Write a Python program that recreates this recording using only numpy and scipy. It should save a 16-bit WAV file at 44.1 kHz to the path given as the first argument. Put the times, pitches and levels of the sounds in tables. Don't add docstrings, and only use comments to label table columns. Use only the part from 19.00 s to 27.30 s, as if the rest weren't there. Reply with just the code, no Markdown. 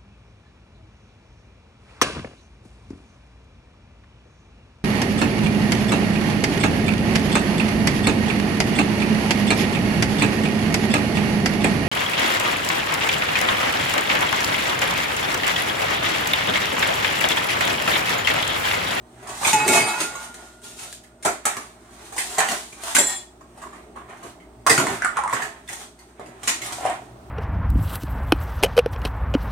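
import sys
import numpy as np
from scipy import signal
from scipy.fft import rfft, irfft, next_fast_len
from scipy.io import wavfile
from scipy.ndimage import map_coordinates

SR = 44100
rng = np.random.default_rng(int(sys.argv[2]) if len(sys.argv) > 2 else 0)


def inscribe(sig):
    pcm = np.round(np.clip(np.atleast_2d(sig).T, -1, 1) * 32767)
    wavfile.write(sys.argv[1], SR, pcm.astype(np.int16))


N = 366030


def knocks():
    # t/s, click level/dB, shell f/Hz, shell over click/dB, thud over click/dB, direct path gain/dB
    hits = [(0.2248, -37, 700, 4.5, -4, -19), (0.2723, -29, 1070, -6, -13, 1),
            (0.2892, -23.5, 707, -1, -12, -4), (0.411, -23, 760, 1, -22, -14),
            (0.4324, -24, 1090, 6, -25, 4), (0.4467, -13, 2330, 4.5, -40, -5),
            (0.4693, -9.5, 1050, -27, -42, -0.5), (0.5309, -7.5, 2510, -15, -9, 3.5),
            (0.6005, -27, 854, 8, 11.5, -3), (0.6794, -10.5, 872, -16, -34, 7),
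            (0.7289, -10, 2540, -11.5, -13, -14), (0.764, -21, 2250, 2, -14, -3),
            (0.8063, -26, 2170, 6, 8.5, -8), (0.8854, -22, 870, 2, -20, 2.5),
            (1.0029, -10.5, 1340, -12, -21, -1), (1.1508, -24, 1100, -5.5, -14, -12),
            (1.3425, -29.5, 1400, -24, -9, 3), (1.6175, -38, 1410, -11, -15, 0),
            (1.786, -26.5, 1420, -12, -10, -12), (1.9267, -31.5, 630, -29, -19, 10.5),
            (2.034, -36.5, 1940, -40, -21, -7), (2.226, -24.5, 654, -13, -32, -2),
            (2.2467, -10, 890, -3.5, -39, -17), (2.2548, -9.5, 683, 2.5, -28, -3),
            (2.2742, -28.5, 1390, 11, -29, 4), (2.4537, -6, 1310, -8, -44, 3),
            (2.4658, -26, 740, -2, -34, 12), (2.5681, -21.5, 1150, -1.5, -7.5, 3.5),
            (3.1212, -29.5, 750, 1.5, -13, -15), (3.1634, -20.5, 890, -5, -26, -4),
            (3.1803, -10.5, 1880, -11, -32, -3), (3.3829, -6, 765, -5, -46, -0.5),
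            (3.404, -17, 1760, 2, -25, 5.5), (3.487, -22, 1950, 1, -28, 7),
            (3.5166, -15.5, 690, -5, -17, 3.5), (3.7214, -32, 738, -26, -13, -13),
            (3.8356, -20.5, 645, -9, -38, 3.5), (3.95, -2.5, 1463, -15, -48, -0.5),
            (3.966, -12.5, 1600, -2, -29.5, 9.5), (3.9832, -7.5, 602, -5, -45, -2),
            (4.406, -44, 1110, 5, 2, -14), (4.572, -40, 790, 5, -10, -11), (4.617, -32, 1100, 1, -11, -3),
            (4.7258, -41.5, 1177, 9, -1, -10.5), (4.9565, -42, 1120, 13.5, 6, -10),
            (5.0895, -41.5, 680, 8, -2, -14), (5.2281, -33, 1110, -2, -9, -8),
            (5.4004, -51, 2130, 8.5, -20, -4), (5.6649, -7.5, 1100, 3.5, -31, -1.5),
            (5.696, -0.5, 1880, -10.5, -9.5, -3), (5.713, -12, 1960, -15, -29, 4),
            (5.7784, -10.5, 1420, 2, -1, 4), (5.7988, -20, 1000, 0, -26, 10), (5.9, -29, 625, -4, 10, 1),
            (6.3286, -16, 1060, 3, -3.5, -14.5), (6.4202, -20.5, 1740, 1, -11, 0),
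            (6.677, -35, 3530, -1, -30, 2), (6.6857, -25, 1940, -2.5, -10, -7),
            (6.7297, -23.5, 790, -14, -29, 2.5), (6.99, -36.5, 2090, -9, -22, 0),
            (7.196, -41, 670, 14.5, 4, 3.5), (7.257, -36.5, 640, -1, -5, -11),
            (7.432, -21, 770, -11, -26, 0.5), (7.475, -5, 1900, -17.5, -49, -1.5),
            (7.492, -13, 2000, -13.5, -35, 5.5), (7.6153, -22.5, 2140, -3, -11, -5),
            (7.723, -19, 730, -10, -18, -2)]
    # ratio to its pitch, level/dB
    shell_tones = [(.62, -10), (1, 4.5), (1.45, -2), (2.1, -15)]
    # f/Hz, level/dB
    click_colour = [(1180, -13.5), (2000, -4.5), (3460, -10.5), (4090, -9.5), (5470, -12), (6360, -6),
                    (8820, -4), (10100, -12), (14700, -23.5), (16100, -36), (16500, -50)]
    clicks, bodies, t = np.zeros((2, N)), np.zeros((2, N)), np.arange(SR // 10) / SR
    for s, db, hz, shell_db, thud_db, near_db in hits:
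        click = amp(db - 60 * t / 0.015) * rng.choice([-1, 1], len(t)) * (1 - np.exp(-t / 0.00058))
        shell = sum(amp(level_db - 60 * t * ratio / 0.018) * np.sin(2 * np.pi * hz * ratio * t)
                    for ratio, level_db in shell_tones)
        shell *= 1 - np.exp(-t / 0.00036)
        thud = sum(np.sin(2 * np.pi * low_hz * rng.uniform(6 / 7, 7 / 6) * t)
                   for low_hz in (140, 260, 400))
        thud *= amp(-60 * t / 0.048) * (1 - np.exp(-t / 0.005))
        body = amp(db + shell_db) * shell + amp(db + thud_db) * thud
        for path, gain in enumerate([1, amp(near_db)]):
            add(clicks[path], s, gain * click)
            add(bodies[path], s, gain * body)
    return coloured(clicks, click_colour) + bodies


def rummage():
    shoves = [(.3, -47, 0.14, 0.18, 6.5, -10), (0.479, -22.5, 0.11, 0.083, -1.5, -17),
              (.6, -36, .1, 0.34, 7, 6.5), (.69, -27, 0.047, .06, -2, 1.5),
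              (.74, -21.5, 0.06, 0.1, -1, -2.5), (.89, -38, 0.48, 0.32, 6, -3.5),
              (1.02, -30, .08, 0.07, -7.5, -8.5), (1.23, -41.5, 0.23, 0.075, -4.5, -21),
              (1.42, -51, 0.5, 0.22, -0.5, -2.5), (1.64, -44.5, 0.018, 0.22, -5.5, -11),
              (1.83, -39.5, 0.11, 0.072, -5, -8), (1.94, -45.5, 0.27, 0.038, -11, -19),
              (2.26, -47.5, 0.044, 0.072, -3, -20), (2.33, -47, 0.087, 0.068, 5, 5.5),
              (2.468, -39.5, 0.022, 0.089, 11, -17), (2.589, -48, 0.19, 0.15, 1.5, -0.5),
              (3.07, -49.5, 0.37, 0.25, 2, -10), (3.19, -35.5, 0.069, 0.55, -5.5, -13),
              (3.33, -47, 0.22, .1, -6, -3), (3.393, -35, 0.029, 0.11, 13.5, -21),
              (3.49, -29.5, .07, 0.14, -2, -11), (3.88, -34.5, 0.12, 0.21, -0.5, -28),
              (3.969, -26.5, 0.028, 0.1, -2, -7), (4.09, -33.5, 0.091, 0.1, -3.5, -10),
              (4.62, -55.5, 0.15, 0.24, 5, 8.5), (4.74, -61, .04, 0.18, 10.5, 13.5),
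              (4.97, -62.5, 0.043, 0.12, 13.5, 7), (5.1, -59, 0.037, 0.15, 17, 4),
              (5.25, -52.5, 0.14, 0.1, 5, 1), (5.708, -26, 0.023, 0.092, 3, -3),
              (5.8, -34.5, 0.086, 0.13, 5, 9.5), (5.89, -37, 0.086, 0.15, 6.5, -16),
              (6.059, -47, 0.12, 0.046, 15, -12), (6.17, -51, 0.052, 0.09, 19, -14),
              (6.332, -40, 0.055, 0.19, 9.5, -21), (6.45, -47.5, 0.19, 0.047, 4, 7),
              (6.7, -41, 0.027, 0.16, 0.5, -9), (6.82, -46.5, 0.18, 0.05, -1, -10),
              (7.01, -63, 0.074, .24, 4, -12), (7.21, -61.5, 0.071, 0.56, 12, 16),
              (7.488, -31.5, 0.055, 0.083, 0.5, -16), (7.63, -40, .03, 0.35, 1.5, -8),
              (7.871, -42.5, 0.078, 0.087, 14, 9)]
    # level/dB of rustle, rattle, rumble
    stir_db = (-72.5, -69, -59.5)
    # f/Hz, level/dB
    rustle_colour = [(1180, -22), (2000, -13), (2580, -4.5), (3740, -1.5), (5010, -5.5), (6140, -2),
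                     (9460, 0.5), (10700, -10), (14700, -14), (16100, -35), (16500, -42)]
    rattle_colour = [(240, -10), (400, -7), (525, -4.5), (715, 8.5), (1680, 0), (1820, 1.5), (2480, -4.5),
                     (3500, -11), (4550, -21), (7700, -120)]
    rumble_colour = [(41, -47), (70, -16), (125, -11.5), (214, -6.5), (423, 0), (469, -15.5), (650, -4.5),
                     (840, -16.5), (1430, -120)]
    t = np.arange(N) / SR
    power = np.ones((3, N)) * amp(stir_db)[:, None] ** 2
    for s, db, swell_s, fade_s, rattle_db, rumble_db in shoves:
        shape_db = db - 20 * np.where(t < s, (s - t) / swell_s, (t - s) / fade_s)
        power += amp([[0], [rattle_db], [rumble_db]]) ** 2 * amp(shape_db) ** 2
    rustle = coloured(ticks(1800, spread_db=5.0), rustle_colour)
    rattle = coloured(ticks(700, spread_db=4.0), rattle_colour)
    rumble = coloured(ticks(250, spread_db=5.5), rumble_colour)
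    return np.sum(np.sqrt(power) * [rustle, rattle, rumble], axis=0)


def plastic_cups():
    # t/s, level/dB, f/Hz of the hollow, tap over ring/dB
    bounces = [(4.637, -24.5, 1095, -18), (4.669, -28, 1030, -22), (4.974, -24.5, 1084, -31),
               (5.019, -31.5, 1050, -23), (5.869, -10.5, 1006, -9), (6.021, -9, 1517, -14),
               (6.047, -8.5, 1456, -7), (6.056, -9.5, 1256, -32), (6.078, -19, 1400, -21),
               (6.17, -9.5, 1330, -13.5), (6.174, -9.5, 1084, -17), (6.189, -9.5, 830, -18.5),
               (6.237, -9.5, 1010, -18), (6.259, -12.5, 900, -28), (6.277, -15, 1160, -12),
               (6.297, -14.5, 1070, -16), (6.328, -10, 990, -12), (6.331, -13, 1040, -18),
               (6.366, -16.5, 1575, -18), (6.4, -18, 974, -25), (6.418, -31, 1740, -4),
               (7.784, -20.5, 710, -28), (7.809, -21.5, 704, -16), (7.834, -21, 715, -26),
               (7.853, -4, 714, -23), (7.861, -18.5, 690, -6), (7.886, -14, 790, -24),
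               (7.898, -12, 693, -16.5), (7.916, -22, 780, -25), (7.929, -25, 740, -24),
               (7.949, -25.5, 736, -29), (7.972, -31, 724, -28), (7.992, -28, 700, -30),
               (8.02, -33, 710, -29)]
    # f/Hz, level/dB
    tap_colour = [(1200, -5), (2000, 7), (3000, -17), (5500, -13), (7000, -4.5), (8800, -3), (10500, -15.5),
                  (13000, -30), (16500, -47)]
    rings, taps, t = np.zeros(N), np.zeros(N), np.arange(SR // 10) / SR
    for s, db, hz, tap_db in bounces:
        tone = amp(-60 * t / 0.023) * np.sin(2 * np.pi * hz * t)
        overtone = 0.18 * amp(-60 * t / 0.037) * np.sin(2 * np.pi * 1.3 * hz * t)
        add(rings, s, amp(db) * (tone + overtone) * (1 - np.exp(-t / 0.00066)))
        add(taps, s, amp(db + tap_db - 60 * t / 0.016) * rng.choice([-1, 1], len(t)))
    return cut_bass(rings, below_hz=350) + coloured(taps, tap_colour)


def steel_bowl():
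    pitches = [428, 857, 1421, 1868, 2190, 2269, 2556, 3913, 4721, 7407, 8635, 8904, 9302]
    # level/dB, time to fade 60 dB/s, place (near 1 the rim, near -1 the base)
    tones = [(-4, 0.52, -0.33), (-1, 0.8, 0.53), (-13.5, 2.16, 0.47), (-22, 1.1, 0), (-0.5, 0.64, -1.2),
             (-5, 0.35, -1.7), (-0.5, 0.93, 1), (-12, 0.33, 1), (-17, 0.82, -1.1), (-8.5, 0.58, 0),
             (-15, .4, 0), (-11, 0.64, -0.96), (-23, 0.39, -0.74)]
    # t/s, level/dB, boost of the rim's tones/dB
    blows = [(.45, -34, 1), (0.53, -24.5, 1), (0.601, -28, 5), (0.68, -20.5, -0.5), (0.731, -27.5, 1.5),
             (0.807, -32, -8), (0.885, -36.5, 7.5), (1.004, -40, 0)]
    return struck_steel(pitches, tones, blows, rest_s=1.0, stop_above_place=0.7)


def chain():
    pitches = [1852, 1891, 3387, 4102, 7353, 7601, 7886, 7955, 8801, 9667, 11020, 11750, 13250]
    # level/dB, time to fade 60 dB/s, place (near 1 large links, near -1 small)
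    tones = [(-15, 0.99, 0.92), (-15, 0.72, 1), (-10.5, 0.81, 0.88), (-11, 0.57, 0.84), (7, 0.28, -0.71),
             (-5, .4, -1), (-4.5, 0.37, -1.1), (-4, 0.78, -1), (-0.5, 0.38, 1), (-3, 0.26, 0.9),
             (-11.5, 0.23, -1), (-22, 0.17, -1), (-12, 0.25, -1)]
    # t/s, level/dB, boost of the large links/dB
    blows = [(3.948, -30.5, -5), (3.985, -22.5, 3.5), (4.07, -30.5, 1), (4.151, -45, 0)]
    return struck_steel(pitches, tones, blows, rest_s=4.16, stop_above_place=-np.inf)


def struck_steel(pitches, tones, blows, rest_s, stop_above_place):
    out, t, first_s = np.zeros(N), np.arange(2 * SR) / SR, blows[0][0]
    settling = amp(-150 * np.clip(t + first_s - rest_s, 0, None))
    for hz, (level_db, fade_s, place) in zip(pitches, tones):
        energy = np.zeros(len(t))
        for s, db, boost_db in blows:
            blow_db = db + level_db + place * boost_db + rng.normal(0, 1.5)
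            add(energy, s - first_s, amp(blow_db - 60 * t / fade_s) ** 2)
        loudness = np.sqrt(energy) * amp(4.4 * wobble(34.6, len(t)))
        tone = np.sin(2 * np.pi * hz * t + 1.55 * wobble(29.44, len(t)))
        add(out, first_s, loudness * tone * (settling if place > stop_above_place else 1))
    return out


def kitchen_echo(x):
    # f/Hz, time to fade 60 dB/s
    fade_times = [(150, 0.26), (1400, 0.3), (5000, 0.35), (12000, 0.25)]
    block, delay = 4096, 100
    out = np.zeros((2, N + SR))
    for start in range(0, N, block):
        hz, t, noise = signal.stft(rng.standard_normal((2, SR // 3)), SR, nperseg=256)
        dying = amp(-60 * t / along(fade_times, hz)[:, None])
        near_corner = 1 + 0.41 * np.exp(-t / 0.013)
        tail = signal.istft(noise * dying * near_corner, SR, nperseg=256)[1]
        tail /= np.linalg.norm(tail[0])
        echo = signal.fftconvolve(x[None, start:start + block], tail, axes=1)
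        out[:, start + delay:][:, :echo.shape[1]] += echo
    return out[:, :N]


def background():
    # f/Hz, level/dB
    air_colour = [(15, -36), (25, -21), (48, -4), (70, 4), (87, -12.5), (124, 7.5), (146, -23), (167, -6),
                  (378, -0.5), (524, -15), (617, -3.5), (1320, -17.5), (1930, -27), (14800, -41),
                  (16500, -39)]
    # t/s, level/dB
    air_levels = [(0.0, -52.5), (0.48, -49), (0.71, -49), (1.11, -54), (1.96, -57), (3.51, -49.5),
                  (4.16, -52.5), (5.71, -50), (5.8, -41.5), (6.96, -58.5), (7.65, -49), (8.3, -45.5)]
    # f/Hz, level/dB
    motor_tones = [(59.2, -55.5), (120, -69), (180, -64), (241, -58), (360, -61), (388, -82), (628, -61.5),
                   (8300, -70)]
    t = np.arange(N) / SR
    air_db = np.interp(t, *np.transpose(air_levels)) + wobble(2.6)
    air = amp(air_db) * coloured(rng.standard_normal((2, N)), air_colour)
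    hum = sum(amp(db + 1.2 * wobble(6)) * np.sin(2 * np.pi * hz * t + 0.8 * wobble(3.29))
              for hz, db in motor_tones)
    return air[0] + hum, air[1]


def microphones(mid, side):
    # f/Hz, gain of the side/dB
    width = [(60, -30), (110, -24), (200, -14), (380, -11), (700, -6), (1290, 0), (2380, -1), (4400, 0.5),
             (8120, 0), (15000, -0.5)]
    # f/Hz, left over right/dB
    balance = [(60, 1), (110, -1), (200, 0), (380, -0.5), (700, 0), (1290, -5.5), (2380, -5), (4400, 2),
               (8120, 0.0), (15000, -0.5)]
    side = filtered(side, lambda hz: amp(along(width, hz)))
    left_right = np.array([mid + side, mid - side])
    return filtered(left_right, lambda hz: amp(along(balance, hz) * [[0.5], [-0.5]]))


def amp(db):
    return 10 ** (np.asarray(db) / 20)


def along(points, hz):
    f, values = np.transpose(points)
    return np.interp(np.log(hz + 1), np.log(f + 1), values)


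def wobble(rate, size=N):
    values = rng.standard_normal(int(size * rate / SR) + 4)
    return map_coordinates(values, [np.arange(size) * rate / SR], order=3)


def ticks(rate, spread_db):
    hit = rng.random(N) < rate / SR * amp(3 * wobble(30))
    contacts = hit * rng.choice([-1, 1], N) * amp(spread_db * rng.standard_normal(N))
    return contacts / np.sqrt(np.mean(contacts ** 2) + 1e-20)


def filtered(x, response):
    size = next_fast_len(N + SR // 2)
    return irfft(rfft(x, size) * response(np.fft.rfftfreq(size, 1 / SR)), size)[..., :N]


def cut_bass(x, below_hz):
    return filtered(x, lambda hz: hz ** 4 / (hz ** 4 + below_hz ** 4))


def coloured(x, colour):
    gain = amp(along(colour, np.linspace(0, SR / 2, 2000)))
    return filtered(x, lambda hz: amp(along(colour, hz))) / np.sqrt(np.mean(gain ** 2))


def add(track, s, sound):
    part = track[round(s * SR):][:len(sound)]
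    part += sound[:len(part)]


def scene():
    to_room, direct = knocks() + rummage()
    cups = plastic_cups()
    steel = steel_bowl() + chain()
    echo_mid, echo_side = amp(0.5) * kitchen_echo(to_room + amp(-2.5) * cups + steel / 4)
    mid = amp(-4.5) * direct + cups + steel + echo_mid
    mid = cut_bass(mid, below_hz=75)
    side = amp(-35.5) * direct + 0.16 * cups + 0.17 * steel + amp(1) * echo_side
    air_mid, air_side = background()
    return microphones(mid + air_mid, side + air_side)


def record(dry):
    ceiling, top_hz = 0.95, 16300
    soft = dry / (1 + np.abs(dry / ceiling) ** 6) ** (1 / 6)
    return filtered(soft, lambda hz: hz < top_hz)


dry = scene()
out = record(dry)
inscribe(out)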